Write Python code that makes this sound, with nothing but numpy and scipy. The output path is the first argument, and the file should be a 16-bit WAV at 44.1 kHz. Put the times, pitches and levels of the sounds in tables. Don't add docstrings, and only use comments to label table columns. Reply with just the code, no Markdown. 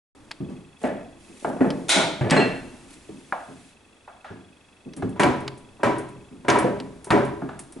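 import sys
import numpy as np
from scipy import signal
from scipy.fft import rfft, irfft, next_fast_len
from scipy.io import wavfile
from scipy.ndimage import uniform_filter1d, minimum_filter1d, map_coordinates

SR = 44100
rng = np.random.default_rng(int(sys.argv[2]) if len(sys.argv) > 2 else 0)


def inscribe(sig):
    pcm = np.round(np.clip(np.atleast_2d(sig).T, -1, 1) * 32767)
    wavfile.write(sys.argv[1], SR, pcm.astype(np.int16))


N = 343980
NOW = np.arange(N) / SR
T = np.arange(SR) / SR
HZ = np.fft.rfftfreq(2 * SR, 1 / SR)
RUN_START_S = 4.85


def amp(db):
    return 10 ** (np.asarray(db) / 20)


def unit(x):
    return x / np.sqrt(np.mean(x ** 2) + 1e-20)


def along(points, hz):
    point_hz, values = np.transpose(points)
    return np.interp(np.log(hz + 1), np.log(point_hz + 1), values)


def fade(t60):
    return np.exp(-np.log(1000) * T / t60)


def swell(start, end, ramp):
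    return np.clip((NOW - start) / ramp, 0, 1) - np.clip((NOW - end) / ramp, 0, 1)


def add(out, s, x):
    part = out[:, round(s * SR):][:, :x.shape[-1]]
    part += x[..., :part.shape[1]]


def coloured(x, gain):
    cepstrum = irfft(np.log(np.maximum(unit(gain), 1e-6)))
    cepstrum[1:SR] *= 2
    cepstrum[SR + 1:] = 0
    return irfft(rfft(x, 2 * SR) * np.exp(rfft(cepstrum)))[..., :SR]


# frequency in Hz, side relative to mid in dB.
ROOM_WIDTH = [(25, -13), (60, -35), (130, -43), (280, -29), (1000, -7.5), (4000, -5), (10000, -7.5)]
def diffuse(size):
    mid, side = rfft(rng.standard_normal((2, size)))
    side = side * amp(along(ROOM_WIDTH, np.fft.rfftfreq(size, 1 / SR)))
    return irfft(np.array([mid + side, mid - side]), size)


def steady(spectrum):
    gain = amp(along(spectrum, np.fft.rfftfreq(N, 1 / SR)))
    return unit(irfft(rfft(diffuse(N)) * gain, N))


# frequency in Hz, t60 in seconds.
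ROOM_DECAY = [(80, 1), (210, 0.56), (560, 0.54), (1470, 0.55), (3880, 0.61), (10000, 0.39)]
def room_tail(build_cycles):
    hz, t, noise = signal.stft(diffuse(SR), SR, nperseg=256)
    decay = np.exp(-np.log(1000) * t / along(ROOM_DECAY, hz)[:, None])
    onset = 1 - np.exp(-t * np.maximum(hz, 100)[:, None] / build_cycles)
    return signal.istft(noise * decay * onset, SR, nperseg=256)[1][:, :SR]


def ripple(spacing_hz):
    return map_coordinates(rng.standard_normal(2000), [HZ / spacing_hz], mode="nearest")


def blows(contacts, spectrum, modes, contact_t60, build_cycles, ripple_db, knee_hz):
    out = np.zeros((2, N))
    resonances_db = sum(db / (1 + (2 * (HZ - hz) / width) ** 2) for hz, width, db, *_ in modes)
    body_db = along(spectrum, HZ) + resonances_db + ripple_db * ripple(45.21) * HZ / (HZ + 700)
    octaves = np.log2(np.maximum(HZ / knee_hz, 1))
    hollow_hz, hollow_octaves = 634, 0.42
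    hollow = np.exp(-(np.log2((HZ + 1) / hollow_hz) / hollow_octaves) ** 2)
    for s, db, direct_db, hollow_db, brightness in contacts:
        direct = amp(direct_db) * fade(contact_t60) * rng.standard_normal(SR)
        colour = amp(body_db + hollow_db * hollow + brightness * octaves)
        add(out, s, amp(db) * coloured(direct + room_tail(build_cycles), colour))
    return out


def rebounds(s, db, hollow_db, brightness, flight_s, loss_db, direct_db, dulling, touch_s, touch_db):
    shrink = .68
    contacts = [(s - touch_s, db + touch_db, direct_db, hollow_db, brightness - dulling)]
    for k in range(3):
        contacts.append((s, db - k * loss_db, direct_db, hollow_db, brightness - k * dulling))
        s += flight_s * shrink ** k
    return contacts


# frequency in Hz, relative level in dB.
AIR_SPECTRUM = [(12, -63), (20, -14), (85, 6.5), (174, -2), (210, 6.5), (239, 4.5), (1140, -5.5),
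                (2320, -11.5), (2570, -11), (3100, -19), (3350, -10.5), (4030, -16), (9640, -39),
                (11000, -48.5), (14300, -73), (22000, -120)]
HISS_SPECTRUM = [(500, -15), (2000, 6.5), (5000, 1), (9500, 3.5), (11000, 0)]
def background(air_db=-58, hiss_db=-63, whine_db=-64, pip_period_s=.04, pip_width_s=0.0048):
    from_pip_s = (NOW + .009) % pip_period_s - pip_period_s / 2
    pips = np.exp(-(from_pip_s / pip_width_s) ** 2 / 2)
    whine = steady([(2300, -64), (2560, -5), (2660, -10.5), (2850, -30),
                    (3200, -25), (3380, -7), (3600, -50)])
    whine_gain = amp(whine_db + 6 * swell(start=0.25, end=6.3, ramp=.15))
    hiss_gain = amp(hiss_db + 8 * swell(start=1.16, end=3.7, ramp=0.067))
    air = amp(air_db) * steady(AIR_SPECTRUM)
    return air + hiss_gain * steady(HISS_SPECTRUM) + whine_gain * pips * whine


# frequency in Hz, relative level in dB.
FRAME_SPECTRUM = [(25, -22), (60, -15.5), (110, -4), (180, -11.5), (280, 1), (450, -13), (900, -15.5),
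                  (3000, -33)]
DEEP_SPECTRUM = [(20, 3), (38, -5), (60, 6.5), (90, -23), (200, -37)]
def frame_rumble(knock_shake_db=-24, stroke_shake_db=-32, settle_db_per_s=22, deep_floor_db=-72):
    jolts = [(s, db + knock_shake_db) for s, db, *_ in HEAD_KNOCKS]
    jolts += [(s, db + stroke_shake_db) for s, db, *_ in TREADLE_STROKES]
    jolt_power = sum((NOW > s) * amp(db - settle_db_per_s * np.abs(NOW - s)) ** 2 for s, db in jolts)
    handled = amp(-54) * swell(start=-1, end=0.57, ramp=0.27)
    running = amp(-56) * swell(start=RUN_START_S, end=NOW[-1], ramp=0.17)
    motion = np.sqrt(jolt_power + handled ** 2 + running ** 2)
    deep_gain = np.hypot(amp(-8) * motion, amp(deep_floor_db))
    return motion * steady(FRAME_SPECTRUM) + deep_gain * steady(DEEP_SPECTRUM)


# start in seconds, level in dB, pitch in Hz.
PART_CLICKS = [(0.310, -35, 2530), (0.314, -26, 3900), (1.704, -25.5, 4170), (2.299, -22, 4040),
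               (2.308, -16.5, 7400), (4.935, -40.5, 4870), (5.2331, -19.5, 3330), (5.2345, -26, 8800),
               (5.4785, -23.5, 3900), (6.5005, -17.5, 5200), (6.801, -30, 3900), (7.105, -17.5, 3370)]
def clicks(t60=0.03, room_db=-30):
    out = np.zeros((2, N))
    for s, db, hz in PART_CLICKS:
        spectrum = [(300, -25), (800, -1), (hz * 1.14, -3), (hz * 1.18, 0), (hz * 1.53, -16), (12500, -23)]
        snap = fade(t60) * rng.standard_normal(SR)
        echo = amp(room_db) * room_tail(build_cycles=2)
        add(out, s, amp(db) * coloured(snap + echo, amp(along(spectrum, HZ))))
    return out


# start in seconds, level in dB, brightness in dB per octave, boom pitch in Hz.
FOOT_THUDS = [(0.403, -28.5, -2, 159), (0.495, -38.5, 3.5, 252), (1.297, -46.5, 3.5, 330),
              (1.962, -23, 1, 200), (3.089, -38, 2, 322), (3.485, -38.5, -0.5, 202),
              (4.303, -38.5, 2.5, 101), (4.855, -36.5, -1, 255), (4.970, -32.5, 2.5, 265),
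              (5.028, -25.5, 1, 108), (6.311, -41.5, -2, 260), (7.237, -33, 1, 266), (7.763, -38.5, 3, 267)]
# frequency in Hz, relative level in dB.
THUD_SPECTRUM = [(40, -27.5), (80, -12), (140, -5), (270, -3.5), (400, -4), (600, -18), (1200, -32),
                 (4000, -50), (11000, -62)]
# frequency in Hz, width in Hz, lift in dB.
TABLE_MODES = [(197, 98, 5), (269, 14.7, 6), (351.2, 5.8, 9.5), (634, 13, 0), (760, 74, 1), (1430, 54, 1.5),
               (1830, 37, -11)]
def thuds(backswing_s=.318, plate_direct_db=4, plate_brightness=-0.84):
    feet = [(s, db, 0, 0, brightness) for s, db, brightness, _ in FOOT_THUDS]
    plate = [(s + backswing_s, db, plate_direct_db, 0, plate_brightness) for s, *_, db in TREADLE_STROKES]
    return blows(feet + plate, THUD_SPECTRUM, TABLE_MODES,
                 contact_t60=0.038, build_cycles=0.99, ripple_db=5.5, knee_hz=100)


def table_booms(t60=0.17, rise_s=0.0037, room_db=-15, thud_boom_db=2.5, lever_kick=(2.385, -11, 403)):
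    out = np.zeros((2, N))
    swings = [(s, db, hz) for s, *_, db, hz in HEAD_KNOCKS]
    swings += [(s, db + thud_boom_db, hz) for s, db, _, hz in FOOT_THUDS]
    for s, db, hz in swings + [lever_kick]:
        swing = fade(t60) * (1 - np.exp(-T / rise_s)) * np.sin(2 * np.pi * hz * T)
        band = 1 / (1 + (4 * (HZ / hz - 1)) ** 4)
        echo = coloured(room_tail(build_cycles=0.26), band)
        add(out, s, amp(db) * (swing + amp(room_db) * echo))
    return out


# middle in seconds, half length in seconds, level in dB.
SLEEVE_BRUSHES = [(0.85, 0.046, -47), (1.248, 0.047, -65), (1.44, 0.093, -49), (2.933, 0.039, -48)]
# frequency in Hz, relative level in dB.
CLOTH_SPECTRUM = [(500, -18), (2000, 0), (5000, -5), (8500, -0.5), (11000, -2.5)]
def brushes(grain_db=3):
    pressure = sum(amp(db) * np.exp(-((NOW - s) / half) ** 2) for s, half, db in SLEEVE_BRUSHES)
    grain = amp(grain_db * unit(uniform_filter1d(rng.standard_normal(N), size=200)))
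    return pressure * unit(grain * steady(CLOTH_SPECTRUM))


# start in seconds, level in dB, hollowness in dB, brightness
# in dB per octave, first flight in seconds, loss per rebound in dB, boom level in dB, boom pitch in Hz.
HEAD_KNOCKS = [(0.838, -22.5, 10.5, -0.5, 0.032, 8, -19.5, 259.5),
               (1.446, -26, 8.5, -6, 0.051, 4.5, -30, 274), (1.607, -18, 1.5, -5, 0.036, 5, -13, 260),
               (2.210, -26, 3, -0.5, 0.034, 2, -13, 128), (2.313, -15, 4.5, 3.2, 0.051, 2.5, -11, 155.4),
               (6.643, -23, 5.5, -4.5, 0.034, 15, -13.5, 501)]
# frequency in Hz, relative level in dB.
WOOD_SPECTRUM = [(29, -72), (50, -41), (126, -9), (266, -0.5), (436, -3.5), (878, -9.5), (1100, -14.5),
                 (1770, -14), (1940, -15), (3480, -30.5), (5850, -45), (8020, -40), (11000, -61.5),
                 (14300, -53), (22000, -120)]
def head_knocks():
    contacts = []
    for *knock, _, _ in HEAD_KNOCKS:
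        contacts += rebounds(*knock, direct_db=5.5, dulling=0.99, touch_s=0.022, touch_db=-21)
    return blows(contacts, WOOD_SPECTRUM, TABLE_MODES,
                 contact_t60=0.08, build_cycles=3.3, ripple_db=3.0, knee_hz=565)


# start in seconds, level in dB, lift of the
# direct sound at the microphone in dB, brightness in dB per octave.
TAPS_AND_CLANK = [(1.4466, -30, 13, -2), (2.365, -31, 7, 6), (3.3233, -29, 15, -1.3), (4.077, -44, 11, -1),
                  (4.244, -39.5, 1.5, 4), (5.023, -44, 20.5, 1), (7.418, -38.5, 10.5, -3.5),
                  (7.490, -40.5, 12.5, 2.5)]
# frequency in Hz, relative level in dB.
HOLLOW_SPECTRUM = [(100, -25), (420, -9.5), (700, 6), (1150, -2.5), (1650, -4.5), (2300, -16), (3200, -25),
                   (4700, -33.5), (7000, -42), (11000, -49)]
def taps_and_clank():
    contacts = [(s, db, direct_db, 0, brightness) for s, db, direct_db, brightness in TAPS_AND_CLANK]
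    return blows(contacts, HOLLOW_SPECTRUM, TABLE_MODES,
                 contact_t60=0.032, build_cycles=1.8, ripple_db=3.5, knee_hz=500)


# frequency in Hz, relative level in dB.
STEEL_SPECTRUM = [(180, -30), (300, 2.5), (464, -6.5), (667, 5.5), (719, -4), (836, 0), (1160, -9.5),
                  (1440, -2.5), (1650, -11.5), (2190, -6), (2880, -12), (3400, -7.5), (4870, -16.5),
                  (9180, -17), (11000, -26), (14300, -84), (22000, -120)]
# frequency in Hz, width in Hz, lift in dB.
STEEL_MODES = [(1456, 19, 5.5), (2260, 47, 4), (3280, 28, 4), (3600, 31, 7), (3600, 18, -3), (3937, 25, 12),
               (7900, 130, -3)]
def steel_slide(s=1.892, length_s=.088, slowing=1.75, db=-19.5, brightness=3.5, dulling=1.44, count=5):
    contacts = [(s - 0.0086, db - 11, 0, 0, brightness)]
    for k in range(count):
        delay_s = length_s * (k / (count - 1)) ** slowing
        direct_db = 4 - k * 2.2
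        contacts.append((s + delay_s, db + k * 0.19, direct_db, 0, brightness - k * dulling))
    return blows(contacts, STEEL_SPECTRUM, STEEL_MODES,
                 contact_t60=0.034, build_cycles=17.5, ripple_db=1.5, knee_hz=550)


# frequency in Hz, level in dB, t60 in seconds.
LEVER_MODES = [(2300, -29, .15), (2704, -21, .56), (2735, -34, .3), (3370, -38, .35), (4140, -32, .35),
               (4212, -29, .55), (8500, -45, .25)]
def lever(s=2.365, waver_depth=.45, rise_s=0.0022):
    ring = np.zeros((2, SR))
    for hz, db, t60 in LEVER_MODES:
        slow_noise = uniform_filter1d(uniform_filter1d(diffuse(SR), size=700), size=500)
        waver = waver_depth * unit(slow_noise)
        ring += amp(db) * fade(t60) * (1 + waver) * np.sin(2 * np.pi * hz * T + 2 * waver[::-1])
    out = np.zeros((2, N))
    add(out, s, ring * (1 - np.exp(-T / rise_s)))
    return out


# start in seconds, relative level in dB.
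CLEAR_TICKS = [(4.9645, -37.5), (5.984, -36), (6.5864, -25), (7.044, -32), (7.25, -40.5), (7.5917, -30.5),
               (7.723, -39)]
# frequency in Hz, relative level in dB.
TICK_SPECTRUM = [(1000, -4), (4000, -11.5), (7500, -5), (9000, 4.5), (9500, -2), (10000, 5.5), (11000, -10)]
def ticks(t60=0.092, gain_db=-4, room_db=-14, faint_db=-47, faint_count=7):
    out = np.zeros((2, N))
    colour = amp(along(TICK_SPECTRUM, HZ))
    faint = [(s, faint_db) for s in rng.uniform(RUN_START_S, NOW[-1], faint_count)]
    for s, db in CLEAR_TICKS + faint:
        snap = fade(t60) * rng.standard_normal(SR)
        echo = amp(room_db) * room_tail(build_cycles=2)
        add(out, s, amp(db + gain_db) * coloured(snap + echo, colour))
    return out


# start in seconds, level in dB, brightness in dB per octave,
# first flight in seconds, loss per rebound in dB, level of the backswing thud in dB.
TREADLE_STROKES = [(5.196, -16, 2.3, 0.037, 2, -51), (5.832, -17, 0.65, 0.029, 6, -45.5),
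                   (6.483, -13, 1.64, 0.072, 5.5, -34), (7.105, -14.5, 0.3, 0.026, 3, -31.5)]
# frequency in Hz, relative level in dB.
IRON_SPECTRUM = [(29, -59), (50, -17), (95, -7.5), (135, -2), (162, -5), (408, 2), (467, -7), (559, -6.5),
                 (898, -6), (1010, -5), (1230, -10), (1940, -15), (4560, -34), (10300, -38.5), (11000, -45),
                 (14300, -84), (22000, -120)]
def treadle():
    contacts = []
    for s, db, brightness, flight_s, loss_db, _ in TREADLE_STROKES:
        contacts += rebounds(s, db, 1.5, brightness, flight_s, loss_db,
                             direct_db=2.5, dulling=2.6, touch_s=.036, touch_db=-24.5)
    knocks = blows(contacts, IRON_SPECTRUM, STAND_MODES,
                   contact_t60=0.13, build_cycles=6.2, ripple_db=0, knee_hz=480)
    return knocks + stand_ring(contacts)


# frequency in Hz, width in Hz, lift in dB, ring relative to the
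# knock in dB, t60 of the ring in seconds.
STAND_MODES = [(133.3, 14, 7, -18, 0.45), (248, 76, 3, -37, 0.93), (327.5, 10, 5.5, -31, 0.34),
               (408.7, 12, 5, -13, 1), (574, 41, 8, -30, 0.35), (732, 37, 1.5, -12, 0.46),
               (982, 58, 7.5, -14, 0.63), (1024, 24, 0.5, -34, 0.33), (1305, 17, 5, -29, 0.31),
               (1570, 87, 3, -23.5, 0.61), (1880, 42, 4.5, -46, 0.48), (2250, 48, 7, -38, 0.6),
               (2360, 20, 6, -37, 0.89)]
def stand_ring(contacts, rise_s=0.0058):
    out = np.zeros((2, N))
    hz, _, _, mode_db, t60 = np.transpose(STAND_MODES)
    tones = np.exp(2j * np.pi * hz[:, None] * T) * fade(t60[:, None]) * (1 - np.exp(-T / rise_s))
    for s, db, *_ in contacts:
        phase = rng.uniform(0, 2 * np.pi, len(hz)) + .5 * rng.standard_normal((2, len(hz)))
        weights = amp(db + mode_db) * np.exp(1j * phase)
        add(out, s, (weights @ tones).real)
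    return out


def scene():
    struck = treadle() + thuds() + head_knocks() + taps_and_clank() + steel_slide()
    ringing = table_booms() + lever()
    return struck + ringing + clicks() + ticks() + brushes() + frame_rumble() + background()


def limited(x, ceiling=0.51):
    needed_gain = np.minimum(1, ceiling / (np.abs(x).max(axis=0) + 1e-9))
    return x * uniform_filter1d(minimum_filter1d(needed_gain, size=260), size=180)


# frequency in Hz, gain of a side signal a quarter cycle ahead of the mid.
PORT_DIFFERENCE = [(30, .05), (70, .16), (140, .32), (450, .44), (1000, .24), (3000, .1), (6000, .01)]
def record(dry, start_s=.15, top_hz=11150):
    size = next_fast_len(N + SR // 2)
    hz = np.fft.rfftfreq(size, 1 / SR)
    pair = rfft(dry * (NOW > start_s), size)
    side = 1j * along(PORT_DIFFERENCE, hz) * pair.mean(axis=0)
    held = limited(irfft(pair + np.array([side, -side]), size))
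    low_pass = 1 / np.sqrt(1 + (hz / top_hz) ** 130)
    return irfft(rfft(held) * low_pass, size)[:, :N]


dry = scene()
out = record(dry)
inscribe(out)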